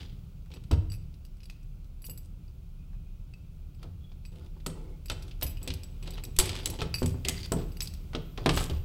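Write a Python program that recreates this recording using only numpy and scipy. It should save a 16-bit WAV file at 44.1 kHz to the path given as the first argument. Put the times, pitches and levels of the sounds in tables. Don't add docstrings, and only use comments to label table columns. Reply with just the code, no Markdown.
import sys
import numpy as np
from scipy import signal
from scipy.fft import rfft, irfft
from scipy.io import wavfile
from scipy.ndimage import uniform_filter1d

SR = 44100
rng = np.random.default_rng(int(sys.argv[2]) if len(sys.argv) > 2 else 0)


def wav_out(sig):
    wavfile.write(sys.argv[1], SR, np.round(np.clip(np.atleast_2d(sig).T, -1, 1) * 32767).astype(np.int16))


N = 389888


def undb(db):
    return 10 ** (np.asarray(db) / 20)


def unit(x):
    return x / np.sqrt(np.mean(x ** 2))


def curve(table):
    s, *columns = np.transpose(table)
    return [np.interp(np.arange(N) / SR, s, column) for column in columns]


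def noise(lo_hz, hi_hz):
    edges_hz = [lo_hz, min(hi_hz, 0.45 * SR)]
    sos = signal.butter(2, edges_hz, "bandpass", fs=SR, output="sos")
    return unit(signal.sosfilt(sos, rng.standard_normal(N)))


def train(times, sizes):
    return np.bincount((times * SR).astype(int), sizes, N)[:N]


def ring(x, hz, t60):
    radius = np.exp(-np.log(1000) / (t60 * SR))
    w = 2 * np.pi * hz / SR
    return signal.lfilter([0, np.sin(w)], [1, -2 * radius * np.cos(w), radius * radius], x)


def strike(modes, times, db, lead_hz, scatter_db=3, sustain=1.0, detune=0.004,
           bounce_s=0.006063, lead_db=9):
    hz, gain_db, t60 = (column[:, None] for column in np.transpose(modes))
    chance = rng.standard_normal((len(times), 5, len(modes), 1))
    t = np.arange(int(0.94 * np.max(sustain) * t60.max() * SR)) / SR
    out = np.zeros(N + 2 * SR)
    sustains = sustain + 0 * times
    for s, level_db, lead, free, draws in zip(times, db, lead_hz, sustains, chance):
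        level_draw, fade_draw, pitch_draw, late_draw, beat_draw = draws
        favour = np.exp(-(np.log(hz / lead) / 0.075) ** 2)
        size = undb(level_db + gain_db + scatter_db * level_draw + lead_db * favour)
        fade = undb(-60 * t / (t60 * free * np.exp(0.14 * fade_draw)))
        beat = 1 + 0.67 * np.cos(2 * np.pi * (hz * detune * beat_draw * t + late_draw))
        tone = np.sin(2 * np.pi * hz * (1 + detune * pitch_draw) * t)
        blow = np.sum(size * fade * beat * tone, axis=0)
        delays = bounce_s * np.cumsum(np.abs(late_draw[:3, 0]) * [0, 1, 1])
        for late, share in zip(delays, (1, 0.6, 0.35)):
            i = int((s + late) * SR)
            out[i:i + len(t)] += share * blow
    return out[:N]


def crack(times, db, t60, lo_hz, hi_hz, rise_s=0.0006):
    chance = rng.random((len(times), 2))
    hits = train(times, undb(db))
    hits = hits + train(times + 0.00063 + 0.0163 * chance[:, 0], undb(db - 24 * chance[:, 1] - 4.0))
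    fade = signal.lfilter([1], [1, -np.exp(-np.log(1000) / (t60 * SR))], hits)
    return uniform_filter1d(fade, max(int(rise_s * SR), 1)) * noise(lo_hz, hi_hz)


# start_s, level_db (before each layer's trim), ring_db (against the tick), lead_hz
KEY_HITS = [(0.539, -32.5, -5, 3190), (0.9003, -42.5, 3, 4700), (0.9196, -27.5, -4, 4770),
            (0.9392, -30.5, -4.5, 4800), (1.1413, -39, -13.5, 2580), (1.2506, -36, -7.5, 4720),
            (1.369, -48, -6, 4720), (1.404, -40, -11, 2850), (1.4323, -35, -8.5, 2580),
            (1.44, -40, -10, 4720), (1.4556, -35.5, -8.5, 4660), (1.4989, -25.5, -12, 2580),
            (1.523, -41, -13, 2580), (1.63, -42, -9, 4720), (1.8443, -39.5, -14, 4770),
            (2.0197, -34.5, -5, 12300), (2.0426, -41, 7, 4650), (2.0497, -32.5, -0.5, 12400),
            (2.0655, -17, -25, 12400), (2.097, -29.5, 0, 12300), (2.176, -30, -2, 12400),
            (2.184, -53, -8, 11600), (2.48, -47, -7, 4720), (3.3377, -42.5, -6.5, 2570),
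            (3.7474, -47, -4, 4720), (4.252, -37, -9, 2580), (4.258, -42, 0, 4720),
            (5.0586, -23, -11.5, 13000), (5.0836, -28, -7, 2830), (5.224, -24, -14.5, 5130),
            (5.4269, -17.5, -3.5, 14600), (5.466, -32.5, 4, 12400), (5.4954, -34, -1.5, 12600),
            (5.513, -34, -5.5, 12500), (5.5715, -37.5, -3.5, 2820), (5.6295, -27, -7.5, 8200),
            (5.7385, -15.5, -11, 8100), (5.834, -23.5, -9.5, 4550), (6.0266, -31.5, -4.5, 2920),
            (6.1062, -20, -12, 7900), (6.136, -34, -3.5, 4700), (6.2377, -17.5, -8, 8200),
            (6.2505, -19.5, -21, 4740), (6.39, -12, -3, 10200), (6.5994, -42, -7, 11900),
            (6.6298, -42, -6, 11300), (6.7008, -9.5, -14, 11600), (6.9417, -20, 0, 4660),
            (6.9847, -29, -0.5, 4900), (7.434, -33, -14, 4740), (7.719, -41.5, 0, 4750),
            (7.77, -32.5, -4, 4900), (7.8056, -7.5, -18.5, 2570), (7.82, -19, -3, 14000),
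            (7.8737, -13.5, -20, 4730), (7.9377, -21, -18, 8000), (8.5467, -31, -7, 7900),
            (8.563, -14, -5.5, 7900)]
# pitch_hz, level_db (relative), fade_s (t60, before the grip scales it)
KEY_MODES = [(2580, -3, .06), (2850, -7, .04), (4720, -2, .045), (5050, -8, .05), (5820, -14, .1),
             (7900, -4, .11), (8420, -14, .12), (10200, -8, .11), (11130, -10, .15), (11800, -14, .07),
             (12320, -11, .1), (12800, -17, .07), (14050, -5, .12)]
# start_s, level_db (of the first mode), fade_s (t60)
KEY_SINGING = [(6.945, -54, .9), (7.29, -62, 1.1), (7.525, -58, .55), (7.82, -57, .6), (8.22, -70, 4),
               (8.58, -60, 1.7)]
SINGING_MODES = [14126, 14503]


def key():
    s, level_db, ring_db, lead_hz = np.transpose(KEY_HITS)
    tilt_db = 4 * np.log2(lead_hz / 6500)
    ticks = crack(s, level_db - 25 - 1.24 * tilt_db, 0.027, 3600, 5700)
    ticks = ticks + crack(s, level_db - 31 + 0.5 * tilt_db, 0.041, 6800, 15000)

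    octaves = np.log2(np.array(KEY_MODES)[:, :1] / 6500)
    free = np.clip(0.8 * undb(0.9 * ring_db), 0.15, 0.8)
    blows_db = [d + tilt * octaves for d, tilt in zip(level_db + ring_db - 16, tilt_db)]
    rings = strike(KEY_MODES, s, blows_db, lead_hz, scatter_db=3.5, sustain=free, detune=0.005, lead_db=7)

    sing = sum(share * unit(ring(rng.standard_normal(N), hz, 0.2))
               for hz, share in zip(SINGING_MODES, (1, 0.5)))
    t = np.arange(N) / SR
    swing = sum((t > start) * undb(db - 60 * np.maximum(t - start, 0) / t60)
                for start, db, t60 in KEY_SINGING)
    return ticks + rings + swing * sing


# start_s, mid_db, low_db, treble_db (levels before each layer's trim)
LOCK_HITS = [(0.46, -59, -49, -64), (0.516, -39, -58, -61), (0.638, -49, -58, -54),
             (0.7131, -25.5, -33, -35.5), (0.7339, -35, -31, -64), (2.932, -66, -49, -77),
             (3.8297, -39.5, -42, -48), (4.117, -48.5, -50, -78), (4.601, -48, -61, -75),
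             (4.6629, -28.5, -28, -26), (4.6994, -41, -42, -49), (5.0992, -19.5, -24.5, -32),
             (5.1167, -32, -35, -39), (5.28, -43, -49, -53), (5.3115, -37, -59, -68),
             (5.4125, -37, -40, -37), (5.4231, -24, -24.5, -38), (5.6758, -23, -61, -30),
             (5.7034, -25, -37.5, -52), (6.0751, -30.5, -35, -47), (6.1788, -36.5, -37.5, -57),
             (6.364, -37, -65, -36), (6.3879, -24, -19, -8.5), (6.3974, -15.5, -33, -19),
             (6.457, -39, -42, -28), (6.493, -21.5, -38, -32), (6.553, -26.5, -34, -39.5),
             (6.658, -22.5, -35, -17.5), (6.798, -34, -37, -53), (6.817, -21.5, -22, -38),
             (7.0288, -30, -26.5, -38), (7.0603, -36, -38, -25.5), (7.2494, -20.5, -41, -34),
             (7.2852, -17.5, -32.5, -16), (7.5207, -28.5, -20, -24.5), (8.1333, -36, -27.5, -57),
             (8.15, -24, -24.5, -65), (8.3761, -29.5, -26, -70), (8.46, -14, -10.5, -30),
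             (8.4922, -12.5, -12.5, -31), (8.5737, -17, -14, -35), (8.6077, -34, -23, -33),
             (8.639, -51, -50, -32), (8.6974, -30.5, -34, -38)]
# pitch_hz, level_db (relative), fade_s (t60, shortened in use)
STEEL_MODES = [(1330, 3.5, 0.1), (2060, -47, 0.13), (3400, -1.5, 0.013), (4630, -17, 0.097),
               (4800, -10, 0.069), (6200, -44, .06), (7800, 5, 0.071), (8600, -6, 0.28),
               (10600, -44, 0.067), (12200, -41, 0.072), (15300, -8, .06)]


def lock():
    s, mid_db, low_db, top_db = np.transpose(LOCK_HITS)
    lead_hz = 2000 * 2 ** (2.53 * rng.random(len(s)))
    clack = crack(s, mid_db - 10.0, 0.05, 2230, 4520)
    clack = clack + crack(s, low_db - 12.0, 0.047, 300, 1360)
    clack = clack + crack(s, top_db - 4.0, 0.019, 2670, 11800)
    pulse = np.convolve(train(s, -undb(low_db - 5.5)), np.hanning(int(0.0004 * SR)))[:N]
    pitch = np.log(np.array(STEEL_MODES)[:, :1])
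    anchors = np.log([1400, 3500, 8000])
    blows_db = [np.interp(pitch, anchors, levels) - 16 for levels in zip(low_db, mid_db, top_db)]
    rings = strike(STEEL_MODES, s, blows_db, lead_hz, sustain=0.35, detune=0.007, bounce_s=0.004, lead_db=6)
    return clack + pulse + rings


# start_s, panel_db, boom_db (levels before each layer's trim), lead_hz
DOOR_HITS = [(0.709, -23, -24.5, 267), (2.085, -44, -42.5, 445), (3.84, -43.5, -52, 410),
             (4.665, -31, -51, 406), (5.101, -33, -34, 249), (5.424, -35, -31, 324), (5.673, -35, -37, 252),
             (6.077, -38, -51, 354), (6.177, -43, -54, 307), (6.389, -30, -33, 340),
             (6.671, -39, -35.5, 378), (6.792, -41, -52, 371), (6.818, -29, -32, 470),
             (7.018, -23, -24, 259.3), (7.141, -37.5, -58, 262), (7.252, -32, -52, 384),
             (7.285, -32, -46, 387), (7.517, -21.5, -38, 295), (8.147, -27.5, -56, 445),
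             (8.378, -34.5, -54, 445), (8.458, -16, -46, 454), (8.491, -31, -48, 443),
             (8.697, -32, -32, 354)]
# pitch_hz, level_db (relative), fade_s (t60, shortened in use)
PANEL_MODES = [(177.6, -4.5, 0.18), (251.4, -4.5, 0.25), (309, -7.5, 0.19), (357.6, 0, 0.12),
               (377, -6, 0.28), (449, -2.5, 0.097), (493.3, -6.5, 0.2), (627, -14, 0.089), (720, -8, 0.063),
               (866, -15, 0.37)]
# pitch_hz, level_db (relative), fade_s (t60)
LEAF_MODES = [(73.6, 1.7, 0.35), (97.2, 0.42, 0.6), (119, 2, 0.31)]


def door():
    s, panel_db, boom_db, lead_hz = np.transpose(DOOR_HITS)
    knock = strike(PANEL_MODES, s + 0.0022, panel_db - 14.0, lead_hz, scatter_db=2.5, detune=0.03,
                   sustain=0.85, lead_db=10.5)
    knock = knock + crack(s + 0.00206, panel_db - 8, 0.15, 96, 510)
    boom = crack(s, boom_db, 0.39, 36.7, 160)
    boom = boom + strike(LEAF_MODES, s + 0.0128, boom_db - 2.5, 97 + 0 * s, detune=0.0232,
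                         bounce_s=0.01376, lead_db=3.0)
    swell = np.hanning(int(0.011 * SR))
    return knock + np.convolve(boom, swell / swell.sum())[:N]


def edges(i):
    return np.minimum(1, np.minimum((i - i[0]) / (0.002 * SR), (i[-1] - i) / (0.016 * SR)))


# start_s, end_s, first_db, last_db, treble_db, panel_db (the last two relative to the level)
RUB_STROKES = [(0, 0.265, -52, -89, -33, -3), (0.502, 0.586, -64.5, -57, -20, 4.5),
               (1.422, 1.552, -86, -74, -14, -22), (2.223, 2.28, -79, -80, 9, -15),
               (3.794, 3.89, -67.5, -75.5, -19, 5.5), (4.317, 4.483, -69, -70, -9, 9.5),
               (4.533, 4.586, -95, -59, -17, 12), (4.749, 4.969, -72, -81.5, -3, 20),
               (5.11, 5.318, -70.5, -73, -1, 12.5), (5.436, 5.528, -49, -80, 3, 0),
               (5.612, 5.987, -62, -79.5, -15, 8), (6.023, 6.219, -59, -60.5, -25, 4),
               (6.23, 6.303, -78, -71, -11, 19), (6.396, 6.69, -38.5, -54, -14, -2),
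               (6.646, 6.772, -65.5, -49.5, -2.5, 8.5), (6.788, 6.896, -43.5, -61, -29, 5),
               (6.94, 7.134, -61, -62, 5.5, -14), (7.244, 7.476, -54.5, -55, -5.5, -11),
               (7.562, 7.654, -54.5, -62, -14, 17.5), (7.82, 7.886, -52, -69, 5, -18),
               (8.388, 8.466, -59, -62, -29, 13.5), (8.496, 8.67, -49, -45, -0.5, 0),
               (8.703, 8.795, -55, -63.5, -5, 7.5)]
# start_s, end_s, level_db, pitch_hz, fade_s (t60)
SQUEAK_TONES = [(2.78, 3.2, -81, 2500, .06), (4.005, 4.12, -69, 3360, .06), (4.33, 4.47, -76, 1400, .02),
                (4.749, 4.967, -76, 2190, .03), (6.07, 6.2, -60, 3900, .008), (7.25, 7.4, -50, 2050, .026),
                (7.36, 7.47, -48, 4700, .008), (7.807, 7.886, -54, 4840, .03),
                (8.55, 8.671, -54, 7780, .01)]


def scrape():
    slip_sizes = undb(4 * np.minimum(rng.exponential(size=(4, N)), 4))
    slips = (rng.random((4, N)) < 300 / SR) * slip_sizes
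    grain = [unit(0.12 + unit(signal.lfilter([1], [1, -0.988], v))) for v in slips]
    panel = unit(sum(undb(db) * ring(rng.standard_normal(N), hz, 0.46 * t60)
                     for hz, db, t60 in PANEL_MODES[1:]))
    steel = sum(undb(db) * unit(ring(grain[k % 4] * rng.standard_normal(N), hz, 0.14 * t60))
                for k, (hz, db, t60) in enumerate(STEEL_MODES[1:6]))
    middle = unit(steel) + 0.55 * grain[0] * noise(2100, 4500)
    treble = grain[1] * noise(4700, 11200)
    low = grain[2] * noise(706, 1130)
    layers = np.array([middle, treble, low, panel])

    out = np.zeros(N)
    hiss = grain[3] * rng.standard_normal(N)
    for start_s, end_s, first_db, last_db, top_db, panel_db in RUB_STROKES:
        i = np.arange(int(start_s * SR), int(end_s * SR))
        low_db = -11.5 + 0.85 * panel_db
        mix = undb([0, top_db, low_db, panel_db]) @ layers[:, i]
        out[i] += mix * undb(np.linspace(first_db, last_db, len(i))) * edges(i)
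    for start_s, end_s, db, hz, t60 in SQUEAK_TONES:
        i = np.arange(int(start_s * SR), int(end_s * SR))
        out[i] += undb(db) * unit(ring(hiss[i], hz, t60)) * edges(i)
    return out


# start_s, length_s, level_db
SHACKLE_JERK = (6.381, .03, -16)


def jolt():
    s, length_s, db = SHACKLE_JERK
    return np.convolve(train(np.array([s]), [-undb(db)]), np.hanning(int(length_s * SR)))[:N]


# pitch_hz, fade_s (t60), level_db (before the tail is scaled)
HALL_BANDS = [(143.4, 0.42, -14), (386, 0.55, -21), (944, 0.57, -21), (2320, 0.62, -17.5),
              (5400, 0.46, -16.5), (9600, 0.26, -10)]


def hall(x):
    t = np.arange(int(1.2 * SR)) / SR
    tail = sum(undb(db) * noise(hz / 1.78, hz * 1.46)[:len(t)] * undb(-60 * t / t60)
               for hz, t60, db in HALL_BANDS)
    onset = np.minimum(t / 0.012, 1)
    return signal.fftconvolve(x, tail * onset / np.sqrt(0.068 * SR))[:N]


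# time_s, deep_db (level of the lowest room mode), low_db, hiss_db
BACKGROUND_LEVELS = [(0.0, -44, -42, -60.5), (0.44, -47, -46, -63), (0.91, -35.5, -38, -62),
                     (1.23, -41.5, -48.5, -63.5), (4.1, -42.5, -46, -63.5), (5.49, -39.5, -46.5, -60),
                     (6.4, -38.5, -42, -58), (7.09, -45, -39.5, -57), (7.56, -36, -40, -55),
                     (8.34, -42.5, -45, -58), (8.54, -31, -33, -53), (8.84, -34, -41, -57)]
# pitch_hz, width_hz, level_db (relative)
ROOM_MODES = [(33.8, 11.3, -1.5), (71.2, 21.2, 5), (102.2, 32.6, -2), (121.7, 20.3, -2.5),
              (155.5, 23.7, -2), (178.5, 18, -8)]
# (relative, per Hz)
HISS_SPECTRUM = [(200, 4.5), (245, -6), (305, -1.5), (330, -15), (366, -4), (400, -10.5), (1040, -22.5),
                 (1400, -21), (1770, -33), (2420, -22), (3250, -24.5), (8100, -32.5), (13000, -33),
                 (16000, -25.5)]


def background():
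    deep_db, low_db, hiss_db = curve(BACKGROUND_LEVELS)
    deep, *low = (undb(db) * noise(hz - width / 2, hz + width / 2) for hz, width, db in ROOM_MODES)
    hz, density_db = np.transpose(HISS_SPECTRUM)
    bins_hz = np.fft.rfftfreq(N, 1 / SR) + 1
    shape = undb(np.interp(np.log(bins_hz), np.log(hz), density_db, left=-90))
    air = irfft(rfft(rng.standard_normal(N)) * shape, N)
    return undb(deep_db) * deep + undb(low_db) * unit(sum(low)) + undb(hiss_db) * unit(air)


def scene():
    near = key() + lock() + door() + scrape()
    return (near + hall(near) + jolt() + background())[None]


def record(dry):
    rounded = np.tanh(1.5 * dry) / 1.5
    return signal.sosfilt(signal.ellip(10, 0.2, 60, 15800, fs=SR, output="sos"), rounded)


dry = scene()
out = record(dry)
wav_out(out)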